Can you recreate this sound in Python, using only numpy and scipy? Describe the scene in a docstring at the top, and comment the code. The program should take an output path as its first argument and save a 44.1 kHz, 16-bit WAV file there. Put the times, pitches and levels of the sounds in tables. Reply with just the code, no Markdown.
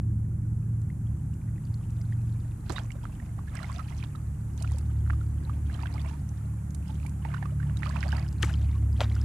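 """A kayak paddle stirs, gurgles, splashes and drips in still swamp water, mostly on the right.
Bubbles are ringing sines, plops broad sagging pulses, spray and splashes clumped resonant grains.
A wash of shaped noise follows the gurgle. Two distant engines drone as near-pure orders that swell slowly,
over a dull rumble of low shaped noise; a thin, wide hiss of shaped noise hangs on top."""
import sys
import numpy as np
from scipy import signal
from scipy.fft import rfft, irfft, next_fast_len
from scipy.io import wavfile

SR = 44100
rng = np.random.default_rng(int(sys.argv[2]) if len(sys.argv) > 2 else 0)


def store_pcm(level_fs):
    """Save levels as 16-bit WAV."""
    pcm = np.round(np.clip(level_fs, -1, 1) * 32767).astype(np.int16)
    wavfile.write(sys.argv[1], SR, np.atleast_2d(pcm).T)


def amplitude_ratio(level_db):
    """Convert a level in decibels to the matching linear amplitude (field) ratio."""
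    exponent = np.asarray(level_db, float) / 20
    return 10 ** exponent


N = 407484

# blade stirring the water: start_s, hold_s, gurgle_db, spray_db (gurgle before its shares)
STROKES = [(2.7, .06, -52, -59), (3.05, .18, -62, -73), (3.557, .2, -49, -58.5), (3.872, .15, -58, -62),
           (4.597, .19, -58, -61), (5.055, .13, -62, -69), (5.442, .13, -58, -74), (5.709, .39, -54, -62),
           (6.341, .1, -62, -76), (6.88, .18, -61, -67), (7.251, .19, -52.5, -99), (7.62, .1, -56.5, -93),
           (7.84, .35, -48, -56.5), (8.422, .05, -49, -54.5), (8.592, .12, -59, -62.5),
           (8.999, .2, -53, -60)]
# ripples along the hull between strokes: time_s, gurgle_db, spray_db (gurgle before its shares)
RIPPLES = [(0, -73, -98), (1.0, -71, -92), (1.9, -67, -70.5), (2.5, -65, -74), (4.3, -65, -82),
           (6.6, -65.5, -101), (9.24, -63, -90)]
# larger trapped bubbles and drops: time_s, peak_db, nominal_pitch_hz
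DROPS = [(0.901, -47, 2030), (1.07, -58.5, 3200), (1.335, -58, 2840), (1.415, -56.5, 2340),
         (1.81, -54, 1120), (1.58, -51, 1900), (2.01, -55, 2070), (2.124, -43, 1880), (2.744, -45, 710),
         (2.761, -38.5, 1950), (2.763, -36, 1120), (2.776, -40.5, 2800), (2.905, -38.5, 2160),
         (2.919, -45.5, 2810), (3.037, -43.5, 925), (3.055, -48.5, 1330), (3.2, -44.5, 1800),
         (3.389, -42, 1100), (3.554, -39.5, 1630), (3.574, -39.5, 2070), (3.59, -36.5, 1910),
         (3.601, -39.5, 1240), (3.63, -37, 1360), (3.644, -36, 2070), (3.698, -37, 1110),
         (3.785, -44, 1270), (3.793, -31.5, 1290), (4.027, -38.5, 2460), (4.036, -45.5, 990),
         (4.151, -40.5, 1236), (4.645, -37.5, 1344), (4.744, -46, 525), (5.132, -40.5, 1210),
         (5.212, -45, 1340), (5.451, -50, 4040), (5.496, -39.5, 1156), (5.698, -42, 1660),
         (5.745, -43, 3080), (5.791, -41, 1250), (5.833, -42, 2600), (5.87, -48, 2670), (5.98, -41, 2110),
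         (5.996, -45, 3430), (6.06, -44, 2300), (5.834, -39, 926), (5.857, -34, 1580), (5.964, -41, 1180),
         (6.046, -41, 974), (6.11, -45, 870), (7.049, -43.5, 856), (7.063, -41.5, 2260), (7.251, -33, 870),
         (7.344, -31, 1435), (7.427, -44, 785), (7.427, -35.5, 1740), (7.456, -35.5, 1145),
         (7.52, -48, 590), (7.601, -39.5, 1510), (7.629, -43.5, 1810), (7.861, -32.5, 1154),
         (7.857, -40, 2360), (7.868, -44, 2900), (7.872, -39, 1320), (7.898, -37, 1040),
         (7.909, -38.5, 1640), (7.959, -31, 1130), (7.967, -34.5, 2520), (8.03, -32.5, 1660),
         (8.057, -42, 740), (8.088, -45, 1530), (8.12, -35.5, 2910), (8.127, -28, 1566), (8.132, -34, 870),
         (8.182, -38.5, 1850), (8.431, -25, 1740), (8.435, -29, 1226), (8.441, -31, 2200),
         (8.539, -35.5, 3100), (8.997, -37.5, 723), (9.021, -43, 2900), (9.016, -40, 3900),
         (9.044, -40.5, 3660), (9.031, -44, 800), (9.116, -43, 2050), (9.164, -39, 1400)]
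# hard plops: time_s, peak_db, start_pitch_hz
PLOPS = [(2.698, -31, 1500), (2.703, -30, 1100), (2.783, -23.5, 1570), (3.054, -32, 1340),
         (4.718, -41, 940), (5.064, -43, 1500), (5.075, -42, 1400), (5.1005, -26.5, 1350),
         (5.105, -24.5, 1660), (5.496, -36, 1100), (5.834, -39, 980), (7.25, -32, 2000), (7.318, -40, 1900),
         (7.34, -35, 1800), (7.426, -32.5, 910), (7.697, -39, 1650), (7.823, -34, 1400), (7.832, -24, 1980),
         (7.962, -25, 1090), (8.029, -23.5, 2200), (8.4296, -14.5, 3060), (8.432, -26, 1650),
         (8.448, -33, 1500), (9.006, -18, 3600), (9.026, -40, 2200)]
# bubbles gliding in pitch, mostly upward as they near the surface: time_s, peak_db, start_hz, end_hz, length_s
GLIDES = [(2.699, -30, 300, 420, 0.021), (2.712, -44, 390, 940, 0.068), (2.757, -38.5, 3670, 4000, 0.04),
          (2.952, -47, 500, 800, 0.023), (3.376, -51, 640, 1300, 0.042), (3.474, -49, 1667, 1830, 0.032),
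          (3.687, -46, 955, 1260, 0.06), (3.788, -39, 1240, 1284, 0.042), (3.921, -48, 1990, 2320, 0.02),
          (5.938, -46.5, 837, 910, 0.062), (6.124, -50, 897, 1010, 0.059), (6.89, -45.5, 867, 890, 0.042),
          (7.339, -35.5, 950, 1500, 0.015), (7.363, -42, 1206, 2200, .024), (7.831, -37, 1730, 2510, .012),
          (7.868, -48, 544, 805, 0.07), (7.97, -43.5, 810, 860, .04), (8.034, -34, 1730, 2700, .012),
          (8.043, -44.5, 540, 740, .06), (8.133, -44, 858, 1000, 0.046), (8.434, -30, 348, 296, 0.022),
          (8.489, -39, 1204, 2320, 0.033), (8.75, -49.5, 1070, 1180, 0.037), (8.993, -43, 605, 850, 0.025)]
# blade or sheet of water breaking the surface: time_s, level_db, decay_60db_s, treble_re_body_db
SPLASHES = [(2.6992, -38.5, 0.093, -28), (2.722, -45, 0.1, -3), (2.76, -46, 0.039, -23),
            (2.789, -41.5, 0.076, -18), (3.0525, -52, 0.088, -32), (3.5526, -63, 0.094, -10),
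            (4.035, -40, 0.051, -30), (5.1057, -49.5, 0.11, -40), (7.8336, -46.5, 0.43, -29),
            (7.9644, -51, 0.077, -27), (8.4248, -30.5, 0.044, -5), (8.445, -39.5, 0.068, 2),
            (8.484, -48, 0.14, 0), (8.9935, -47, 0.13, -22), (9.006, -30, 0.13, -17.5)]
# spray ticks: time_s, ping_db, centre_hz
TICKS = [(0.817, -51, 7550), (1.3394, -51, 7450), (1.6516, -53, 4650), (1.742, -45.5, 4380),
         (1.9046, -48, 8160), (2.0142, -46.5, 5000), (2.6955, -35.5, 4120), (2.7222, -51, 4130),
         (2.918, -42.5, 7500), (3.5528, -37, 8300), (3.6297, -42, 4050), (3.727, -45.5, 4660),
         (4.1579, -49, 3870), (4.577, -45, 6200), (4.6049, -48.5, 4400), (4.6242, -33.5, 8570),
         (4.7188, -41, 8800), (4.784, -36, 8040), (5.7415, -44, 4100), (5.8243, -44.5, 4800),
         (5.9403, -45, 4890), (6.0157, -45.5, 4600), (6.2907, -45, 6240), (6.7065, -46.5, 6550),
         (6.7476, -36.5, 8800), (6.8808, -48.5, 5130), (7.0652, -40.5, 9960), (7.0943, -46.5, 8500),
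         (7.7707, -40, 3850), (7.856, -43.5, 4570), (7.8925, -40, 4580), (8.089, -40, 4600),
         (8.12, -42, 5070), (8.1668, -39.5, 4630), (8.287, -44.5, 5000), (8.327, -42, 7760),
         (8.4284, -26.5, 6550), (8.5302, -43, 5000), (8.9286, -50, 4900), (9.122, -47, 4030),
         (9.152, -43, 5100), (9.214, -39.5, 5130)]
# side of the paddle: time_s, left_over_right_db
PADDLE_SIDE = [(0, 4), (2.5, -0.5), (2.68, -14.5), (5, -22.5), (7.4, -23), (8.2, -18), (8.4, 7), (9.24, -1)]
# engine speeds: time_s, firing_rate_hz
SPEED_A = [(0, 36.6), (1.8, 36.62), (3.6, 36.33), (5.0, 36.4), (6.2, 36.24), (9.24, 35.04)]
SPEED_B = [(0, 22.49), (2.1, 23.01), (3.3, 23.03), (4.3, 22.86), (9.24, 20.84)]
# engine swells on the way through the air: time_s, to_third_order_db, higher_orders_db
SWELL_A = [(0, 3, 1), (0.71, -3.5, 5), (1.42, -2, 4.5), (2.84, -16.5, -4.5), (3.55, -3, 1),
           (4.26, -1.5, 2.5), (4.98, 7, 4), (5.69, 3, 2), (6.4, -1.5, 5.5), (7.11, 2.5, 7), (7.82, 2, 9.5),
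           (8.53, 7, 7.5), (9.24, 9.5, -6)]
SWELL_B = [(0, 1.5, 10.5), (0.71, -1, 8.5), (1.42, -2, 3), (2.2, 0, 9.5), (2.84, 1.5, 0.5),
           (4.26, -4.5, -5), (5.3, -0.5, -14), (6.4, -12, -1), (7.11, -11, -3.5), (9.24, -4, -2)]
# engine orders: multiple_of_firing_rate
ORDERS_A = [2, 3, 4, 5, 16 / 3]
ORDERS_B = [2, 3, 4, 5, 6, 7, 9]
# order levels before swell and waver: level_db
ORDERS_A_DB = [-36.5, -39.5, -45.5, -53.5, -60]
ORDERS_B_DB = [-45, -45.5, -46, -40.5, -62.5, -52, -57]
# rumble spectrum shape: frequency_hz, density_db_per_hz
RUMBLE_SPECTRUM = [(25, -15), (45, -10.5), (70, -2.5), (110, 2.5), (160, -10), (220, -9), (320, -15.5),
                   (450, -33), (600, -35)]
# rumble level: time_s, level_db
RUMBLE_LEVEL = [(0.0, -39), (3.73, -42.5), (5.58, -37.5), (6.38, -42), (9.24, -36.5)]
# hiss spectrum shape: frequency_hz, density_db_per_hz
HISS_SPECTRUM = [(260, -18), (450, -1), (545, -7.5), (813, -1.5), (971, -5), (1470, -6.5), (3680, -28),
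                 (5170, -24.5), (6750, -15), (7380, -12.5), (8180, -14.5), (9770, -11.5), (13500, -17.5),
                 (14800, -13), (15500, -34.5)]
# hiss swell over its base: time_s, gain_db
HISS_SWELL = [(0, 0.5), (2, 4.5), (5, 5.5), (9.24, 6)]

HISS_BASE_DB = -62.5
BUBBLE_SHARE_DB, WASH_SHARE_DB = -3.5, -7
ATTACK_DB_PER_S, RELEASE_DB_PER_S = 250.5, 90
RING_S, RING_CYCLES = 0.0078, 18.3  # a drop's 60 dB decay: this long plus so many cycles
PLOP_CYCLES, PLOP_SAG = 7.6, 0.14  # cycles to die by 60 dB; share of pitch lost meanwhile
PORT_HZ, PORT_WIDTH_HZ = 9840, 4000  # cavity before the left microphone


def stir():
    """Gurgle and spray levels in dB: each stroke rises, holds and dies away over the ripples."""
    t = np.arange(N) / SR
    power = amplitude_ratio(2 * np.array(in_time(RIPPLES)))
    for start_s, hold_s, gurgle_db, spray_db in STROKES:
        rise_db = -ATTACK_DB_PER_S * np.maximum(start_s - t, 0)
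        fall_db = -RELEASE_DB_PER_S * np.maximum(t - start_s - hold_s, 0)
        peak_db = np.array([[gurgle_db], [spray_db]])
        power = power + amplitude_ratio(2 * peak_db) * amplitude_ratio(2 * (rise_db + fall_db))
    return 10 * np.log10(power)


def stirring(gurgle_db, spray_db):
    """Small bubbles gurgle with the stirring; fine spray crackles above."""
    spray = grains(500, 2500, 10000, cycles=30.0, spread_db=4.0)
    return gurgle(gurgle_db, count=1300) + amplitude_ratio(spray_db) * spray


def gurgle(gurgle_db, count):
    """Many small rising bubbles, born more often and louder where the water is stirred hardest."""
    out, draw = np.zeros(N), rng.random((count, 4))
    busy = np.cumsum(amplitude_ratio(1.1 * gurgle_db + 4.0 * drift(12.0)))
    born = np.searchsorted(busy / busy[-1], draw[:, 0])
    for i, (_, pitch, size, climb), shake in zip(born, draw, wobbles(count)):
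        hz = 600 * 5.0 ** pitch
        level_db = 0.6 * gurgle_db[i] - 18 * size - 7.0 * pitch
        ring_s = 0.014 + 24 / hz
        add(out, i / SR, amplitude_ratio(level_db) * bubble(hz, ring_s, 0.87 * climb, shake))
    level = np.sqrt(np.mean(amplitude_ratio(gurgle_db) ** 2))
    return rms_one(out) * level * amplitude_ratio(BUBBLE_SHARE_DB)


def bubble(hz, ring_s, climb, shake):
    """A bubble swells within a few cycles and rings, rising in pitch, its wall wobbling."""
    t = np.arange(len(shake)) / SR
    phase = 2 * np.pi * np.cumsum(hz * (1 + climb * t / ring_s)) / SR + 3.34 * shake
    return np.sin(phase) * amplitude_ratio(-60 * t / ring_s) * (1 - np.exp(-t * hz / 2.2))


def wobbles(count):
    """Slow phase noise of bubble walls, one 60 ms row a bubble."""
    noise = rng.standard_normal((count, round(0.06 * SR)))
    return signal.lfilter([0.03], [1, -0.97], noise)


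def splashes():
    """Short grains in a body and a treble band, gated on within a few milliseconds and dying away."""
    gate, bright = np.zeros(N), np.zeros(N)
    t = np.arange(round(0.15 * SR)) / SR
    for s, db, decay_s, treble_db in SPLASHES:
        burst = amplitude_ratio(db) * amplitude_ratio(-60 * t / decay_s) * (1 - np.exp(-t / 0.00059))
        add(gate, s - 0.001, burst)
        add(bright, s - 0.001, burst * amplitude_ratio(treble_db))
    body = grains(1500, 600, 4500, cycles=12.0, spread_db=4.0)
    treble = grains(3500, 7000, 8700, cycles=5.7, spread_db=-3.0)
    return gate * body + bright * treble


def drops():
    """The larger bubbles, one by one; deeper-pitched ones ring longer."""
    out = np.zeros(N)
    for (s, db, hz), shake in zip(DROPS, wobbles(len(DROPS))):
        # starts a little flat, then climbs
        sound = bubble(hz * 0.978, RING_S + RING_CYCLES / hz, 0.23, shake)
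        add(out, s - 0.0005, amplitude_ratio(db) * sound / np.abs(sound).max())
    return out


def plops():
    """A cavity closes at once: a broad pulse of a few cycles, sagging in pitch."""
    out, t = np.zeros(N), np.arange(round(0.02 * SR)) / SR
    for s, db, hz in PLOPS:
        u = t * hz / PLOP_CYCLES
        phase = 2 * np.pi * hz * t * (1 - PLOP_SAG * np.minimum(u, 1) / 2)
        pulse = np.sin(phase) * amplitude_ratio(-60 * u) * (1 - np.exp(-t * hz / 0.48)) ** 2
        add(out, s - 0.5 / hz, amplitude_ratio(db) * pulse / np.abs(pulse).max())
    return out


def ticks():
    """Spray ticks: a damped ping and a little broad noise, cut at 10 ms."""
    out, t = np.zeros(N), np.arange(round(0.01 * SR)) / SR
    noise = signal.lfilter([1, 0, -1], [1, -0.8, 0.5], rng.standard_normal((len(TICKS), len(t))))
    for (s, db, hz), spatter in zip(TICKS, noise):
        ping = np.sin(2 * np.pi * hz * t) * amplitude_ratio(-60 * t * hz / 77.0)
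        spatter = amplitude_ratio(-13.5) * spatter * amplitude_ratio(-60 * t / 0.025)
        add(out, s, amplitude_ratio(db) * (ping + spatter))
    return out


def glides():
    """A sine swept between two pitches under a rounded swell, its wall wobbling."""
    out = np.zeros(N)
    for (s, db, start_hz, end_hz, length_s), shake in zip(GLIDES, wobbles(len(GLIDES))):
        u = np.linspace(0, 1, min(round(length_s * SR), len(shake)))
        hz = start_hz * (end_hz / start_hz) ** u
        sweep = np.sin(2 * np.pi * np.cumsum(hz) / SR + 4.6 * shake[:len(u)])
        add(out, s, amplitude_ratio(db) * sweep * np.sin(np.pi * u ** 0.44) ** 2)
    return out


def grains(per_s, low_hz, high_hz, cycles, spread_db):
    """Random clicks in clumps, dealt to 12 short resonators spread in pitch; rms 1."""
    sizes = amplitude_ratio(spread_db * np.minimum(rng.exponential(1, N), 5)) * rng.choice([-1, 1], N)
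    born = rng.random(N) < per_s * amplitude_ratio(5.0 * drift(15.0)) / SR
    dealt, out = rng.integers(0, 12, N), 0
    for k, hz in enumerate(np.geomspace(low_hz, high_hz, 12)):
        r, w = amplitude_ratio(-60 * hz / (cycles * SR)), 2 * np.pi * hz / SR  # 60 dB down after the cycles
        clicks = sizes * born * (dealt == k) / np.sin(w) + 1e-18
        out = out + signal.lfilter([np.sin(w), 0, -np.sin(w)], [1, -2 * r * np.cos(w), r * r], clicks)
    return rms_one(out)


def place(x, pan_db):
    """Pan in dB; the left port's cavity acts as an all-pass, half a cycle late at its resonance."""
    r = np.exp(-np.pi * PORT_WIDTH_HZ / SR)
    poles = [1, -2 * r * np.cos(2 * np.pi * PORT_HZ / SR), r * r]
    turned = signal.lfilter(poles[::-1], poles, x)
    left, right = amplitude_ratio(pan_db / 2), amplitude_ratio(-pan_db / 2)
    return np.array([turned * left, x * right]) * 2 / (left + right)


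def wash(gurgle_db):
    """Wide noise of stirred water, following the gurgle level."""
    spectrum = [(500, -4.5), (1000, 1.5), (2000, 0.5), (4000, -13), (9000, -21)]  # Hz, dB per Hz
    return amplitude_ratio(gurgle_db + WASH_SHARE_DB) * coloured(spectrum, alike=0.62)


def engine(speed, swell, orders, orders_db, waver_db):
    """Near-pure orders of the firing rate, each wavering on its long way through the air."""
    (hz,), (low_db, upper_db) = in_time(speed), in_time(swell)
    turn = 2 * np.pi * np.cumsum(hz) / SR
    out = 0
    for k, db in zip(orders, orders_db):
        level_db = db + (upper_db if k > 3 else low_db) + waver_db * drift(4.4)
        phase = k * turn + 0.27 * drift(1.67) + rng.uniform(0, 2 * np.pi)
        out = out + np.sqrt(2) * amplitude_ratio(level_db) * np.sin(phase)
    return out


def rumble():
    """Dull low noise, nearly alike on both sides."""
    return amplitude_ratio(in_time(RUMBLE_LEVEL)[0]) * coloured(RUMBLE_SPECTRUM, alike=0.96)


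def hiss():
    """Thin noise, nearly unrelated left to right."""
    return amplitude_ratio(HISS_BASE_DB + in_time(HISS_SWELL)[0]) * coloured(HISS_SPECTRUM, alike=0.039)


def coloured(spectrum, alike):
    """Stereo noise of a given spectrum and left-right likeness; rms 1."""
    size = next_fast_len(N, real=True)
    hz = np.arange(size // 2 + 1) * SR / size + 1
    at_hz, db = np.transpose(spectrum)
    shape = amplitude_ratio(np.interp(np.log(hz), np.log(at_hz), db, left=-90, right=-90))
    mid, side = irfft(rfft(rng.standard_normal((2, size))) * shape, size)[:, :N]
    return rms_one(np.sqrt(1 + alike) * mid + np.sqrt(1 - alike) * side * [[1], [-1]])


def drift(rate_hz):
    """Slow random wander of spread 1: noise through two equal poles, drawn every 40 samples."""
    r = np.exp(-80 * np.pi * rate_hz / SR)
    noise = rng.standard_normal(N // 40 + 2002)
    slow = signal.lfilter([1], [1, -2 * r, r * r], noise)[2000:]  # drop the settling
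    return np.interp(np.arange(N) / 40, np.arange(len(slow)), rms_one(slow - slow.mean()))


def rms_one(x):
    """Scale to rms 1."""
    return x / np.sqrt(np.mean(x ** 2) + 1e-20)


def in_time(rows):
    """Columns of a table, read at every sample."""
    s, *columns = np.transpose(rows)
    return [np.interp(np.arange(N) / SR, s, c) for c in columns]


def add(out, s, sound):
    """Lay a short sound into the track at its time."""
    i = round(s * SR)
    out[i:i + len(sound)] += sound[:N - i]


def scene():
    """Water on the paddle's side, wash spread wide; engines, rumble and hiss about the middle."""
    gurgle_db, spray_db = stir()
    water = stirring(gurgle_db, spray_db) + splashes() + drops() + plops() + ticks() + glides()
    drone = engine(SPEED_A, SWELL_A, ORDERS_A, ORDERS_A_DB, waver_db=2.1)
    drone = drone + engine(SPEED_B, SWELL_B, ORDERS_B, ORDERS_B_DB, waver_db=1.3)
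    background = (drone + rumble() + hiss()) * amplitude_ratio(np.array([[-0.3], [0.3]]))
    return place(water, in_time(PADDLE_SIDE)[0]) + wash(gurgle_db) + background


def top_cut(x):
    """Nothing passes above the cut-off."""
    return signal.sosfilt(signal.butter(12, 15610, fs=SR, output="sos"), x)


def record(dry):
    """The microphones fade in the top octave."""
    dull = signal.sosfilt(signal.butter(2, 11000, fs=SR, output="sos"), dry)
    return top_cut(dull)


dry = scene()
out = record(dry)
store_pcm(out)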